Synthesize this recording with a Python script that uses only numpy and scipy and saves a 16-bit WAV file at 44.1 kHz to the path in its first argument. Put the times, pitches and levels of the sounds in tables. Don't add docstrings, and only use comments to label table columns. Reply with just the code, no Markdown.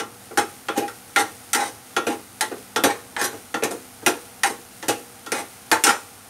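import sys
import numpy as np
from scipy import signal
from scipy.fft import rfft, irfft
from scipy.io import wavfile
from scipy.ndimage import uniform_filter1d

SR = 44100
rng = np.random.default_rng(int(sys.argv[2]) if len(sys.argv) > 2 else 0)


def generate_wav(signal):
    frames = np.transpose(np.atleast_2d(signal))
    scaled = np.clip(frames, -1, 1) * 32767
    pcm = np.round(scaled).astype(np.int16)
    wavfile.write(sys.argv[1], SR, pcm)


N = 277386
TIME, RING_TIME = np.arange(N) / SR, np.arange(int(.45 * SR)) / SR
GRID_HZ = np.geomspace(60, 16500, 300)

# lower and upper edge in Hz,
# build-up in seconds, T60 of the weak modes in seconds, their level against the strong modes in dB.
REGISTER_BANDS = [(70, 706, 0.0038, 0.27, 0.5), (620, 1200, 0.0049, 0.23, -1.5),
                  (1314, 4200, 0.0033, 0.19, 2.5), (3070, 6450, 0.0036, 0.11, 11),
                  (6040, 16500, 0.002, 0.12, 9)]
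# frequency in Hz, level in dB.
PAN_MODES = [(250, -7.5), (290, -5), (322, 3.5), (365, 0), (418, -19), (446, 4), (548, -6), (701, -6),
             (785, 3), (815, 6.5), (865, 3), (914, -1), (1378, 3), (1530, 2.5), (1620, 1), (1776, -5),
             (1845, 1.5), (2016, -9), (2150, -21), (2480, 0), (2908, -2), (3900, -4), (4520, 8.5),
             (5263, 1), (6011, 9), (7126, 7), (8300, 8), (9040, 8), (9965, -23.5)]
# frequency in Hz, relative level in dB, T60 in seconds.
LADLE_MODES = [(863, -7, 0.25), (1329, 18.5, 0.21), (1388, 22.5, 0.18), (1880, 8.5, 0.22),
               (2640, 19, 0.032), (3460, 9, .13)]
HANDLE_MODES = [(5264, 0, 0.23), (5460, -9, 0.28), (6005, 0, 0.24), (7127, -5, 0.34), (8310, -4, .17),
                (9040, 3, .12)]
# frequency in Hz, gain in dB.
WEAK_SPECTRUM = [(60, -25), (110, 1), (160, -21.5), (220, -0.5), (330, 2), (460, 5), (600, -6), (900, -5.5),
                 (1150, -4), (1800, -3), (2800, -11), (4800, -15.5), (9000, 0.5), (11700, -4), (12500, -9),
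                 (16000, -18)]
SIZZLE_SPECTRUM = [(1800, -1), (2500, -3), (3000, -4), (4000, -5), (6900, -4), (7600, -6.5), (9000, 1),
                   (9700, -2.5), (11600, -2.5), (12500, -6.5), (15000, -9.5), (16000, -10)]
ROOM_SPECTRUM = [(25, -10), (50, -15), (75, -11), (105, -1), (135, -5.5), (160, -16), (195, -5.5),
                 (256, -7.5), (341, -10), (470, -12.5), (600, -13), (790, -5.5), (962, -14), (1400, -10),
                 (1800, -16)]
# frequency in Hz, level in dB.
HUM_PARTIALS = [(100, -74), (197, -61.5), (253, -59), (478, -61)]
# one register's offset in dB, from thud to tick.
TAP_BALANCE = (0.5, 0, 0, -5.5, -10)
ROCK_BALANCE = (-1.5, -10.5, -13, -19.5, -17.5)
KNOCK_BALANCE = (-2, -3, 1, -3.5, -3)
DRAG_BALANCE = (1, -2, -2, -5, -5.5)
BRIGHTNESS_SLOPES = (0.056, 0.022, 0.11, 0.89, 1.06)
# start in seconds, strength in dB,
# brightness in dB, ladle ring in dB, clank pitch in Hz.
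WALL_TAPS = [(0, -32, 2, -33, 1120), (0.685, -27.5, -7, -32, 1150), (1.965, -24.5, 0, -21.5, 1320),
             (2.761, -24.5, 2, -24, 1360), (3.542, -28, -2, -28, 1880), (4.827, -37, 1, -53, 1910),
             (5.263, -41.5, 4, -35, 1315)]
# start in seconds, strength in dB, thud in dB,
# brightness in dB, ladle ring in dB, clank pitch in Hz, tick pitch in Hz.
WALL_KNOCKS = [(.374, -22.5, -20.5, -3, -29, 1460, 5460), (.774, -35, -18, 5.5, -46, 2660, 11600),
               (.88, -39, -53, -3, -40, 1480, 5210), (1.161, -17.5, -26.5, -8, -20.5, 1960, 4100),
               (1.532, -29, -48, 8.5, -25, 2110, 9600), (1.548, -26, -27.5, 3, -40, 2010, 9070),
               (2.068, -29, -18.5, -3, -37, 2650, 4050), (2.409, -25.5, -45, 3.5, -35, 1970, 4000),
               (2.837, -21, -14, 1, -40, 1070, 11600), (3.165, -26.5, -39, -15, -48, 1620, 7920),
               (3.214, -26.5, -27, -2.5, -44, 1680, 4930), (3.624, -28, -19, -14, -42, 2410, 6250),
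               (3.636, -30, -33, 4, -45, 2380, 6250), (4.063, -19.5, -16.5, -0.5, -26, 2680, 5630),
               (4.434, -19, -40, -3.5, -43, 1960, 9040), (4.883, -29, -19, 6, -38, 2690, 5800),
               (5.319, -28.5, -24.5, 2, -31, 2300, 8700), (5.715, -18.5, -20, -3, -30, 1700, 4570),
               (5.728, -24.5, -52, -7, -40, 1700, 7400), (5.838, -23, -26, 5.5, -26.5, 2680, 7700),
               (5.869, -22, -21, -1.5, -20.5, 1410, 6050), (5.891, -21, -54, -11, -31, 1400, 3420)]
# start in seconds, strength in dB, brightness in dB.
PAN_ROCKS = [(.309, -33.5, -9), (2.123, -33.5, 5), (2.427, -32.5, -1), (2.514, -27, -9), (3.328, -32.5, -8),
             (3.709, -27, 7.5), (4.02, -36.5, -3), (4.498, -30.5, 8)]
# start in seconds, length in seconds, strength in dB,
# thud in dB, brightness in dB, groan in dB, groan pitch in Hz.
WALL_DRAGS = [(0.373, 0.022, -23, -30, -1.5, -18, 818), (0.752, 0.04, -32, -36, -3, -24.5, 803),
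              (.79, 0.063, -35.5, -34.5, -12, -24, 812), (1.173, 0.036, -22.5, -27, 0.5, -24.5, 823),
              (1.556, 0.077, -23, -32, -4.5, -21.5, 812), (1.614, 0.076, -37.5, -38, 7, -47, 818),
              (2.077, 0.052, -33.5, -40, -3, -26, 815), (2.409, 0.02, -48, -44, 2, -26, 865),
              (2.839, 0.022, -24.5, -38, -1, -33, 812), (2.883, 0.029, -26, -55, -7, -26, 818),
              (3.175, 0.045, -26, -35, -2.5, -43, 812), (3.218, 0.038, -26.5, -34, 5.5, -54, 790),
              (3.635, .021, -32.5, -30.5, -6, -31.5, 812), (4.065, 0.027, -29, -33, 4, -57, 785),
              (4.436, 0.037, -35.5, -33.5, 10, -23.5, 805), (4.886, 0.013, -27, -57, -0.5, -23, 818),
              (5.327, 0.077, -28.5, -33.5, 0, -34, 812), (5.718, 0.025, -22.5, -41, -5, -19.5, 885),
              (5.845, .074, -19, -39, -1.5, -26, 810)]

TAP_TICK_HZ, RIM_TICK_HZ, ROCK_CLANK_HZ = 3280, 8600, 1370
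KITCHEN_T60_S, KITCHEN_TAIL_DB = 0.39, -17.5


def impacts(drop_s=5.84, drop_db=-18):
    out = np.zeros(N)
    for start, db, brightness_db, ladle_db, clank_hz in WALL_TAPS:
        levels = register_levels(TAP_BALANCE, db, db, brightness_db)
        add(out, start, strike(levels, (clank_hz, TAP_TICK_HZ)) + ladle(ladle_db))
    for start, db, thud_db, brightness_db, ladle_db, clank_hz, tick_hz in WALL_KNOCKS:
        levels = register_levels(KNOCK_BALANCE, db, thud_db, brightness_db)
        add(out, start, strike(levels, (clank_hz, tick_hz)) + ladle(ladle_db))
    for start, db, brightness_db in PAN_ROCKS:
        levels = register_levels(ROCK_BALANCE, db, db, brightness_db)
        add(out, start, strike(levels, (ROCK_CLANK_HZ, RIM_TICK_HZ)))
    handle = free_modes(HANDLE_MODES, detune=0, scatter_db=-3)
    add(out, drop_s, contact(handle, drop_db))
    return out


def strike(levels, pitches, crack_db=-3, crack_s=0.0036, cushion=0.81, linger_hz=478):
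    thud_db, _, clank_db, *_ = levels
    cushioned_db = crack_db - cushion * max(thud_db - clank_db, 0)
    lingering = decay(t60=0.44) * np.sin(2 * np.pi * linger_hz * RING_TIME)
    out = contact(lingering, thud_db - 11.5)
    for k, (register, db) in enumerate(zip(REGISTER_BANDS, levels)):
        sound = pan(register, pitches)
        if k >= 2:
            crack = unit(weak_modes(register, pitches) * np.exp(-RING_TIME / crack_s))
            sound = sound + undb(cushioned_db) * crack
        out = out + contact(sound, db)
    return out


def pan(register, pitches, strong_t60_ratio=0.64):
    lo_hz, hi_hz, rise_s, t60, weak_db = register
    modes = [(hz, db + coupling(hz, pitches), strong_t60_ratio * t60)
             for hz, db in PAN_MODES if lo_hz <= hz < hi_hz]
    strong = free_modes(modes, detune=0.00081, scatter_db=7.5)
    weak = unit(weak_modes(register, pitches) * decay(t60))
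    build_up = (1 - np.exp(-2 * RING_TIME / rise_s)) ** 2
    return unit((strong + undb(weak_db) * weak) * build_up)


def ladle(db, rise_s=0.0038):
    ringing = free_modes(LADLE_MODES, detune=0.0086, scatter_db=-0.5)
    return contact(ringing * (1 - np.exp(-RING_TIME / rise_s)), db)


def free_modes(modes, detune, scatter_db):
    out = 0
    for (hz, db, t60), (bend, weight, phase) in zip(modes, rng.uniform(-1.067, 1, (len(modes), 3))):
        wave = np.sin(2 * np.pi * (hz * (1 + detune * bend) * RING_TIME + phase))
        out = out + undb(db + scatter_db * weight) * decay(t60) * wave
    return unit(out)


def weak_modes(register, pitches):
    clusters_db = rng.uniform(-8, 8, len(GRID_HZ)) * np.minimum(GRID_HZ / 2000, 1)
    hz, db = np.transpose(WEAK_SPECTRUM)
    gain_db = np.interp(np.log(GRID_HZ), np.log(hz), db) + coupling(GRID_HZ, pitches) + clusters_db
    return colour(rng.standard_normal(len(RING_TIME)), np.c_[GRID_HZ, gain_db], *register[:2])


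def coupling(hz, pitches, clank_width_hz=190, tick_width_hz=330):
    clank_hz, tick_hz = pitches
    clank_db = 8 / (1 + ((hz - clank_hz) / clank_width_hz) ** 2)
    tick_db = 6 / (1 + ((hz - tick_hz) / tick_width_hz) ** 2)
    return clank_db + tick_db


def register_levels(balance, db, thud_db, brightness_db):
    return np.array([thud_db, db, db, db, db]) + balance + brightness_db * np.array(BRIGHTNESS_SLOPES)


def scrapes(slips_per_s=480, spread_db=5, rasp=0.16):
    out = np.zeros(N)
    for start, length, drag_db, thud_db, brightness_db, groan_db, groan_hz in WALL_DRAGS:
        n = int(length * SR)
        *_, clank_hz, _ = min(WALL_KNOCKS, key=lambda knock: abs(knock[0] - start - length / 2))
        pitches = (clank_hz, RIM_TICK_HZ)
        pressure = np.sqrt(np.sin(np.pi * np.arange(n) / n))
        chance, size = rng.random((2, len(RING_TIME)))[:, :n]
        slips = pressure * (chance < slips_per_s / SR) * undb(-spread_db * np.log(size + 0.036))
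        force = colour(slips, np.c_[GRID_HZ, rasp * coupling(GRID_HZ, pitches)])
        levels = register_levels(DRAG_BALANCE, drag_db, thud_db, brightness_db)
        for register, db in zip(REGISTER_BANDS, levels):
            add(out, start, contact(signal.fftconvolve(force, pan(register, pitches)), db))
        easing_pressure = pressure * np.linspace(1, .5, n)
        add(out, start, contact(groan(easing_pressure, groan_hz), groan_db))
    return out


def groan(pressure, hz, phase_step_rad=0.024, octave_db=-22):
    n = len(pressure)
    steady_phase = 2 * np.pi * hz * RING_TIME
    drift = phase_step_rad * np.cumsum(rng.standard_normal(len(RING_TIME)))
    phase = (steady_phase + drift)[:n]
    mode = decay(t60=.12) * np.sin(steady_phase)
    tone = unit(signal.fftconvolve(pressure * np.sin(phase), mode))
    tone[:n] += undb(octave_db) * unit(pressure * np.sin(2 * phase))
    return tone


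def decay(t60):
    exponent = -np.log(1000) * RING_TIME
    return np.exp(exponent / t60) + undb(KITCHEN_TAIL_DB) * np.exp(exponent / KITCHEN_T60_S)


def sizzle(pops_per_s=2500, spread_db=3, flutter_db=0.55):
    sizes = undb(spread_db * np.minimum(rng.exponential(size=N), 6)) * rng.choice([-1, 1], N)
    pops = at_rms((rng.random(N) < pops_per_s / SR) * sizes, db=-4)
    steam = rng.standard_normal(N)
    hiss = at_rms(colour(steam + pops, SIZZLE_SPECTRUM, lo_hz=1840), db=-47)
    return hiss * undb(flare() + flutter_db * waver(14))


def flare(peak_db=2.5, peak_s=0.082):
    ages = [np.maximum(TIME - start, 0) / peak_s for start, *_ in WALL_DRAGS]
    return peak_db * np.max([age * np.exp(1 - age) for age in ages], axis=0)


def kitchen(waver_db=2, wander_rad=0.55):
    air = at_rms(colour(rng.standard_normal(N), ROOM_SPECTRUM, hi_hz=1890), db=-48.5)
    air *= undb(0.23 * waver(4.8))
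    hum = 0
    for hz, db in HUM_PARTIALS:
        partial = np.sin(2 * np.pi * hz * TIME + wander_rad * waver(16))
        hum = hum + at_rms(partial, db) * undb(waver_db * waver(11))
    return air + hum


def waver(steps_per_s):
    hold = int(SR / steps_per_s)
    steps = np.repeat(rng.standard_normal(N // hold + 1), hold)
    return at_rms(uniform_filter1d(uniform_filter1d(steps, hold), hold)[:N], 0)


def colour(x, spectrum, lo_hz=20, hi_hz=SR / 2):
    f = np.maximum(np.fft.rfftfreq(len(x), 1 / SR), 1)
    hz, db = np.transpose(spectrum)
    edges = 1 / np.sqrt((1 + (lo_hz / f) ** 20) * (1 + (f / hi_hz) ** 20))
    return irfft(rfft(x) * undb(np.interp(np.log(f), np.log(hz), db)) * edges, len(x))


def undb(db):
    return 10 ** (np.asarray(db) / 20)


def unit(x):
    return x / np.sqrt(np.sum(x ** 2) + 1e-18)


def at_rms(x, db):
    return unit(x) * np.sqrt(len(x)) * undb(db)


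def contact(x, db):
    return unit(x) * undb(db) * np.sqrt(.03 * SR)


def add(out, start, x):
    i = int(start * SR)
    out[i:i + len(x)] += x[:N - i]


def scene(radiates_from_hz=135):
    radiation = signal.butter(3, radiates_from_hz, "high", fs=SR, output="sos")
    stirring = signal.sosfilt(radiation, impacts() + scrapes())
    return (stirring + sizzle() + kitchen())[None]


def record(dry, bass_hz=45, top_hz=15650):
    thin = signal.sosfilt(signal.butter(2, bass_hz, "high", fs=SR, output="sos"), dry)
    return signal.sosfilt(signal.ellip(10, .2, 70, top_hz, fs=SR, output="sos"), np.clip(thin, -1, 1))


dry = scene()
out = record(dry)
generate_wav(out)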